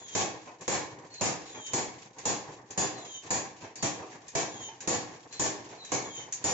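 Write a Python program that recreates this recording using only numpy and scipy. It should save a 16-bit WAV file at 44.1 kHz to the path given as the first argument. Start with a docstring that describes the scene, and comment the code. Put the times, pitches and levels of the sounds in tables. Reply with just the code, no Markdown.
"""Heavy thuds, about two a second, each with a clash and ring of steel: a power hammer forges in a small smithy.
Blows and loose knocks are coloured noise dying away, plus ringing sine modes on the blows; the anvil block rocks.
The slack linkage clacks before each blow, and tongs touch steel once. The belt squeaks in gliding sines.
The drive rumbles and hisses as noise that follows the crank. A fast limiter flattens the head of every blow."""
import sys
import numpy as np
from scipy import signal
from scipy.fft import rfft, irfft, next_fast_len
from scipy.io import wavfile
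from scipy.ndimage import uniform_filter1d

SR = 44100
rng = np.random.default_rng(int(sys.argv[2]) if len(sys.argv) > 2 else 0)


def store_wav(level_fs):
    """Save 16-bit WAV to argv[1]."""
    pcm = np.round(np.clip(np.atleast_2d(level_fs), -1, 1) * 32767)
    wavfile.write(sys.argv[1], SR, pcm.T.astype(np.int16))


N = 287973
TIME = np.arange(N) / SR       # the whole scene, s
AGE = np.arange(40000) / SR    # time since the start of one sound, s

# strokes of the ram, levels before each layer's trim:
# (blow [s], force [dB], die ring [dB], ring of the bar [dB], linkage clack [dB])
BLOWS = [(0.151, -30, -53, -41.5, -45.5), (0.679, -30, -33.5, -38, -43.5), (1.21, -30, -35, -52, -45.5),
         (1.734, -33.5, -31.5, -40, -40.5), (2.254, -33, -29.5, -58, -41.5), (2.776, -32, -29.5, -54, -40),
         (3.305, -34, -27, -53, -50), (3.826, -35, -44, -57, -40.5), (4.351, -33, -57, -42, -43),
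         (4.875, -30.5, -29, -42, -39.5), (5.396, -31.5, -26.5, -61, -41.5), (5.918, -35, -39, -37, -43.5),
         (6.441, -32, -27, -57, -45)]
# colour of the iron frame: (frequency [Hz], relative density [dB per Hz])
FRAME = [(21, -42.5), (35, -14), (59, -17.5), (118, -5.5), (253, -6.5), (301, -3.5), (404, -3.5), (444, -8),
         (495, -2), (606, -7.5), (790, -2), (982, -7.5), (1080, -6), (1340, -17.5), (1450, -15.5),
         (1880, -50.5), (3190, -120)]
# colour of the steel dies: (frequency [Hz], relative density [dB per Hz])
DIES = [(900, -40.5), (1400, -16.5), (1700, -2.5), (1950, -8), (2500, -7), (3000, -12), (5300, -8.5),
        (5800, -3.5), (6600, 3), (7100, 3), (7500, 0.5), (8000, -21.5)]
# left-right likeness of the blows, which shake the ground: (frequency [Hz], likeness [-1 to 1])
BLOW_LIKENESS = [(40, .1), (130, .25), (260, .52), (420, .72), (800, .6), (1300, .12), (2300, .15),
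                 (3500, 0), (8000, .05)]


def from_db(db):
    """Decibels to gain."""
    return 10 ** (np.asarray(db) / 20)


def rms_one(x):
    """Scale to rms 1."""
    return x / np.sqrt(np.mean(x ** 2) + 1e-20)


def at_hz(points, hz):
    """Read a table on a log-frequency axis."""
    table = np.array(points)
    return np.interp(np.log(np.maximum(hz, 1)), np.log(table[:, 0]), table[:, 1])


def add(out, s, sound):
    """Mix a sound in from time s on, cutting what falls outside the scene."""
    at = round(s * SR)
    first, last = max(at, 0), min(at + sound.shape[-1], N)
    if first < last:
        out[..., first:last] += sound[..., first - at:last - at]


def drift(rate, t):
    """Random wander around 0: normal draws, rate of them per unit of t, joined by straight lines."""
    return np.interp(t * rate, np.arange(4096), rng.standard_normal(4096))


def swell(seconds):
    """Rise of a sound that takes a moment to build up."""
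    return 1 - np.exp(-AGE / seconds)


def hump(x, centre, width):
    """A smooth rise to 1 and back."""
    return np.exp(-((x - centre) / width) ** 2)


def noise(spectrum, size=len(AGE), clump_db=0, likeness=None):
    """Coloured stereo noise with a set left-right likeness, its energy clumped into resonances; rms 1."""
    # left-right likeness of all but the ground-shaking blows: (frequency [Hz], likeness [-1 to 1])
    machine_likeness = [(40, .55), (150, 1), (400, 0.9), (800, 0.65), (1300, 0.013), (2300, 0.13),
                        (3500, 0.028), (8000, 0.041)]
    if likeness is None:
        likeness = machine_likeness
    padded = next_fast_len(size, True)
    hz = np.fft.rfftfreq(padded, 1 / SR)
    mid, side = rfft(rng.standard_normal((2, padded)))
    alike = np.clip(at_hz(likeness, hz), -1, 1)
    pair = np.sqrt(1 + alike) * mid + np.sqrt(1 - alike) * side * [[1], [-1]]
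    low_skirt = hz / (hz + spectrum[0][0] / 2)
    high_skirt = 1 / (1 + (hz / spectrum[-1][0]) ** 8)
    clumps = clump_db * drift(2, np.sqrt(hz))   # clumps widen toward the treble
    colour = from_db(at_hz(spectrum, hz) + clumps) * low_skirt * high_skirt
    return rms_one(irfft(pair * colour)[:, :size])


def die_away(dense_modes, length):
    """A struck body with countless modes: every frequency region fades at its own rate."""
    # dying away of machine and room together, scaled by length: (frequency [Hz], t60 at length 1 [s])
    tail = [(60, 0.26), (200, 0.56), (800, 0.61), (2000, 0.51), (4000, 0.48), (7000, 0.34)]
    hz = np.fft.rfftfreq(len(AGE), 1 / SR)
    spectrum = rfft(dense_modes)
    centres, t60s = np.transpose(tail)
    out = 0
    for share, t60 in zip(np.eye(len(tail)), t60s):
        band = irfft(spectrum * at_hz(np.c_[centres, share], hz))
        out = out + band * from_db(-60 * AGE / (t60 * length))
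    return out


def ring(modes, scatter_db):
    """Single decaying modes of random strength and phase, out of step between channels by their likeness."""
    out = 0
    for hz, db, t60 in modes:
        alike = np.clip(at_hz(BLOW_LIKENESS, hz), -1, 1)
        apart = np.arccos(alike) * rng.choice([-1, 1])
        phase = rng.uniform(0, 2 * np.pi) + np.array([[0], [apart]])
        level = from_db(db + scatter_db * rng.standard_normal() - 60 * AGE / t60)
        out = out + np.sin(2 * np.pi * hz * AGE + phase) * level
    return out


def delay_left(x, left_db, count=4):
    """Direct sound reaches the left channel a few samples after the right, at its own level."""
    late = np.r_[np.zeros(count), x[:-count]]
    return np.array([late * from_db(left_db), x])


def hammer(thud_db=7.5, clash_db=11.0, ring_db=1.5, bar_db=-2.5, crack_db=6.5, same=0.33):
    """Each blow: a crack at the dies, their clash and ring, the bar's note and the boom of the frame."""
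    # ringing of the dies: (frequency [Hz], relative level [dB], t60 [s])
    die_modes = [(4625, -12, .36), (4931, -12.5, .38), (5550, -19, .7), (6790, -7, .36), (6992, 6, .32),
                 (7045, -7, .32), (7432, -8, .28)]
    # ringing of the frame: (frequency [Hz], relative level [dB], t60 [s])
    frame_modes = [(130.3, -18, 0.44), (162, -12.5, 0.22), (309.2, -14, 0.79), (341.4, -20, 0.79),
                   (499, -13, 0.35), (757, -16.5, 0.62), (793, -18, 0.5), (1103, -16.5, 0.63)]
    # note of the held bar: (frequency [Hz], relative level [dB], t60 [s])
    bar_modes = [(2172, -5, .7), (2243, 0, .7)]
    out = np.zeros((2, N))
    shared = noise(FRAME, likeness=BLOW_LIKENESS)   # part of the frame's response returns on every blow
    for s, force, die_ring, bar_ring, _ in BLOWS:
        fresh = noise(FRAME, clump_db=3.5, likeness=BLOW_LIKENESS)
        boom = die_away(np.sqrt(same) * shared + np.sqrt(1 - same) * fresh, length=0.85)
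        boom = (boom + ring(frame_modes, scatter_db=0.5)) * swell(0.0022)

        flutter = from_db(0.31 * drift(130, AGE))
        clash = die_away(noise(DIES, clump_db=3.0), length=0.97) * flutter * swell(0.0032)
        crack = delay_left(noise(DIES)[0] * from_db(-60 * AGE / 0.015), left_db=-10.0)

        die_notes = from_db(die_ring + ring_db) * ring(die_modes, scatter_db=1.0)
        bar_note = from_db(bar_ring + bar_db) * ring(bar_modes, scatter_db=1.0)

        add(out, s, from_db(force + thud_db) * boom)
        add(out, s, from_db(force + clash_db) * clash)
        add(out, s, from_db(force + crack_db) * crack)
        add(out, s, (die_notes + bar_note) * swell(0.0011))
    return out


def anvil(punch_db=15.0, ground_db=4.0, rock_s=0.068, loss_db=9.5, count=4):
    """The anvil block punches its bed, then rocks on the ground a few times, weaker each time."""
    # colour of the block punching its bed: (frequency [Hz], relative density [dB per Hz])
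    punch_colour = [(45, -15.5), (80, -13), (130, -1), (240, -2.5), (380, -2), (600, -9), (1000, -19)]
    # colour of the ground under the rocking block: (frequency [Hz], relative density [dB per Hz])
    ground_colour = [(30, -25), (60, -11), (95, 2.5), (135, 3.5), (200, -12.5)]
    out = np.zeros((2, N))
    for s, force, *_ in BLOWS:
        level = from_db(force + punch_db - 60 * AGE / 0.091) * swell(0.0061) ** 2
        add(out, s, level * noise(punch_colour, likeness=BLOW_LIKENESS))
        for k in range(count):
            level = from_db(force + ground_db - k * loss_db - 60 * AGE / 0.15) * swell(0.0096) ** 2
            add(out, s + k * rock_s, level * noise(ground_colour, likeness=BLOW_LIKENESS))
    return out


def linkage(clack_db=0.5, lead_s=.0705):
    """Pins hit the ends of their play as the slack is taken up, lead_s before the ram lands."""
    out = np.zeros((2, N))
    for s, *_, clack in BLOWS:
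        steel = from_db(clack + clack_db) * noise(DIES, clump_db=3.0)
        add(out, s - lead_s, die_away(steel, length=0.54) * swell(0.00087))
    return out


def tongs(at_s=6.3237, level_db=-29, body_db=-11.5):
    """One light touch of steel on steel: a bright edge over a weaker, die-coloured body."""
    # colour of the bright edge: (frequency [Hz], relative density [dB per Hz])
    edge_colour = [(3500, -24), (5500, -16), (6500, 1.5), (7400, -6), (8000, -25)]
    out = np.zeros((2, N))
    steel = noise(edge_colour) + from_db(body_db) * noise(DIES, clump_db=3.5)
    add(out, at_s, from_db(level_db) * die_away(steel, length=0.57) * swell(0.0011))
    return out


def knocks(thud_db=-4.5, clink_db=4.5):
    """Light contacts of loose iron and the work: a dull knock and a clank that build up in a moment."""
    # contacts between blows, levels before the trims: (time [s], thud [dB], clink [dB])
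    contacts = [(0.473, -40, -56.5), (1.544, -38, -50.5), (2.438, -44, -60), (2.978, -38, -51.5),
                (3.637, -40, -51), (4.023, -36, -55.5), (4.117, -49.5, -54), (4.68, -41, -53.5),
                (5.723, -41, -54.5), (6.199, -50.5, -53.5)]
    # (frequency [Hz], relative density [dB per Hz])
    clank_colour = [(700, -17.0), (1300, -8.5), (1800, 3.0), (2500, 1.0),
                    (3200, -6.5), (5200, -8), (6600, 0.5), (7800, -17.0)]
    out = np.zeros((2, N))
    for s, thud, clink in contacts:
        dull = from_db(thud + thud_db) * noise(FRAME, clump_db=6.5)
        clank = from_db(clink + clink_db) * noise(clank_colour, clump_db=5.0)
        add(out, s, die_away(dull + clank, length=0.76) * swell(0.0028))
    return signal.sosfilt(signal.butter(2, 260, "high", fs=SR, output="sos"), out)


def glide(first_hz, last_hz, length):
    """A slipping belt's pitch moves fast at first and levels out."""
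    return last_hz + (first_hz - last_hz) * (1 - np.clip(AGE / length, 0, 1)) ** 2


def slip_phase(hz, rough):
    """Stick-slip vibration never holds its pitch exactly."""
    return 2 * np.pi * np.cumsum(hz * (1 + rough * drift(600, AGE))) / SR


def smithy(x, wet_db, t60):
    """Direct sound and the dense echoes of the workshop, made of decaying noise."""
    echoes = rng.standard_normal((2, len(AGE))) * from_db(-60 * AGE / t60) * swell(0.0092)
    echoes = rms_one(echoes) / np.sqrt(len(AGE))
    wet = signal.fftconvolve(x[None], echoes, axes=1)[:, :N]
    return delay_left(x, left_db=1.5) + from_db(wet_db) * wet


def belt(chirp_db=-1.0, edge_db=-6.5):
    """The belt slips on its pulley: a broken squeak falls to a steady note, bites with dry rubbing, lets go."""
    # the belt joint comes round and squeaks: (time [s], length of the glide [s], relative level [dB])
    laps = [(-.03, 0.25, 1), (1.474, .24, 0.5), (2.979, 0.22, 0.5), (4.485, .205, 1.5), (6.018, 0.21, 2.5)]
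    # higher squeaks, before the trim: (time [s], length [s], first pitch [Hz], last pitch [Hz], level [dB])
    chirps = [(1.095, 0.24, 4370, 4020, -45), (1.45, 0.073, 4360, 3920, -55),
              (2.943, 0.095, 4480, 3850, -49), (3.77, 0.092, 4650, 4500, -46),
              (5.303, 0.13, 4074, 4160, -46), (5.768, .14, 4260, 3860, -46.5)]
    # (frequency [Hz], relative density [dB per Hz])
    scrape_colour = [(5600, -26.5), (6350, -12.5), (6800, -2.5), (7150, -10.5), (7700, -34)]
    first_hz, last_hz = 3660, 3090
    attack_s, release_db_per_s = .012, 479.5
    bite_at, bite_width = 0.79, 0.28   # shares of the glide
    tone_db, tone_bite_db, octave_db = -58, 11, -51.5
    rub_db, rub_bite_db = -59, 14

    tones, rubbing = np.zeros(N), np.zeros((2, N))
    for s, length, db in laps:
        hz = glide(first_hz, last_hz, length)
        bite = hump(AGE / length, bite_at, bite_width)
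        level = from_db(db - release_db_per_s * np.maximum(AGE - length, 0)) * swell(attack_s)
        phase = slip_phase(hz, rough=.016 - .009 * bite)   # the note steadies as the belt bites
        # the belt's edge squeals higher and rougher
        edge = from_db(edge_db) * np.sin(slip_phase(hz * 1.16, rough=.045))
        voice = from_db(tone_db + tone_bite_db * bite) * (np.sin(phase) + edge)
        octave = from_db(octave_db) * np.sin(2 * phase)
        add(tones, s, level * (voice + octave))
        scrape = noise(scrape_colour, clump_db=6.5)
        add(rubbing, s, level * from_db(rub_db + rub_bite_db * bite) * scrape)

    for s, length, start_hz, end_hz, db in chirps:
        phase = slip_phase(glide(start_hz, end_hz, length), rough=.024)
        arch = np.sin(np.pi * np.clip(AGE / length, 0, 1))
        add(tones, s, from_db(db + chirp_db) * arch * np.sin(phase))

    grip = from_db(3.0 * drift(160, TIME))   # uneven grip breaks up the squeaks
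    return smithy(tones * grip, wet_db=-3.0, t60=.24) + rubbing


def crank():
    """Rise and fall in dB of rumble and hiss over each turn of the crank, timed from the blow."""
    landings = np.array(BLOWS)[:, 0]
    landings = np.r_[2 * landings[0] - landings[1], landings]   # one more blow before the scene starts
    since = TIME - landings[np.searchsorted(landings, TIME) - 1]
    shake = np.exp(-since / 0.14)         # the frame shakes
    lift = hump(since, 0.292, .05)        # the rising ram rattles
    lull = hump(since, 0.423, 0.048)      # it hangs at the top
    fall = hump(since, 0.49, .07)         # it slides down
    rumble = 5.5 * shake - 1 * lift - 6.5 * lull
    hiss = 4.5 * lift - 5.5 * lull + 6 * fall
    return rumble, hiss


def chatter(per_s, t60):
    """Loudness of many small random contacts, each dying away in the room; rms 1."""
    ticks = (rng.random(N) < per_s / SR) * rng.uniform(.3, 1.7, N)
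    keep = from_db(-120 / (t60 * SR))   # power falls 60 dB in t60
    steady = per_s / SR / (1 - keep)    # start as if already running
    power, _ = signal.lfilter([1], [1, -keep], ticks, zi=[steady])
    return rms_one(np.sqrt(power + 1e-12))


def drive(rumble_db=0.5, hiss_db=-3.0):
    """Shaft, pulleys and ram guides rumble and hiss unevenly, with a lull as the ram turns over at the top."""
    # the drive under changing load, before trims and crank: (time [s], rumble [dB], hiss [dB])
    load = [(0.0, -50, -51.5), (0.42, -50.5, -57.5), (1.64, -53, -53), (2.67, -51.5, -59.5),
            (2.98, -55.5, -55.5), (3.75, -52, -56), (4.97, -52.5, -57.5), (5.22, -54, -56.5),
            (6.02, -50.5, -52.5), (6.53, -52.5, -57)]
    # colour of the rumble: (frequency [Hz], relative density [dB per Hz])
    rumble_colour = [(25, -15.5), (55, -16.5), (90, -3), (125, 3), (220, -3), (330, 0.5), (520, 1),
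                     (630, -5), (790, 0), (1100, -3), (1350, -14.5), (1800, -7), (3000, -28)]
    # colour of the hiss: (frequency [Hz], relative density [dB per Hz])
    hiss_colour = [(900, -6.5), (1800, 1), (2500, 4), (3200, 0.5), (5200, 0), (6000, 3), (6800, 6.5),
                   (7500, 5), (8000, -28.5)]
    s, *columns = np.transpose(load)
    load_rumble, load_hiss = [np.interp(TIME, s, c) for c in columns]
    crank_rumble, crank_hiss = crank()
    rattle = drift(45, TIME)
    rumble_level = from_db(load_rumble + crank_rumble + rumble_db + 4.7 * rattle)
    hiss_level = from_db(load_hiss + crank_hiss + hiss_db + 1.0 * rattle) * chatter(per_s=80, t60=.2)
    rumble = rumble_level * noise(rumble_colour, size=N, clump_db=1.5)
    hiss = hiss_level * noise(hiss_colour, size=N, clump_db=1.5)
    return rumble + hiss


def scene():
    """The whole machine at work."""
    return hammer() + anvil() + linkage() + tongs() + knocks() + belt() + drive()


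def limiter(x, ceiling_db, release_db_per_s, window_s):
    """The gain drops at once when the short-term level passes the ceiling and recovers at a steady rate."""
    power = uniform_filter1d(np.mean(x ** 2, axis=0), max(int(window_s * SR), 1))
    over = np.maximum(10 * np.log10(np.abs(power) + 1e-12) - ceiling_db, 0)
    recovery = release_db_per_s * TIME
    held = np.maximum.accumulate(over + recovery) - recovery
    return x * from_db(-held)


def record(dry):
    """A narrow-band microphone, then a limiter with a sudden grip, then a steep cut of the top."""
    microphone = signal.ellip(8, .3, 70, 7850, fs=SR, output="sos")   # top at 7850 Hz
    heard = signal.sosfilt(microphone, dry)
    limited = limiter(heard, ceiling_db=-26.0, release_db_per_s=180.5, window_s=0.0023)
    top_cut = signal.ellip(8, .3, 60, 16000, fs=SR, output="sos")     # cut at 16 kHz
    return signal.sosfilt(top_cut, limited)


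dry = scene()
out = record(dry)
store_wav(out)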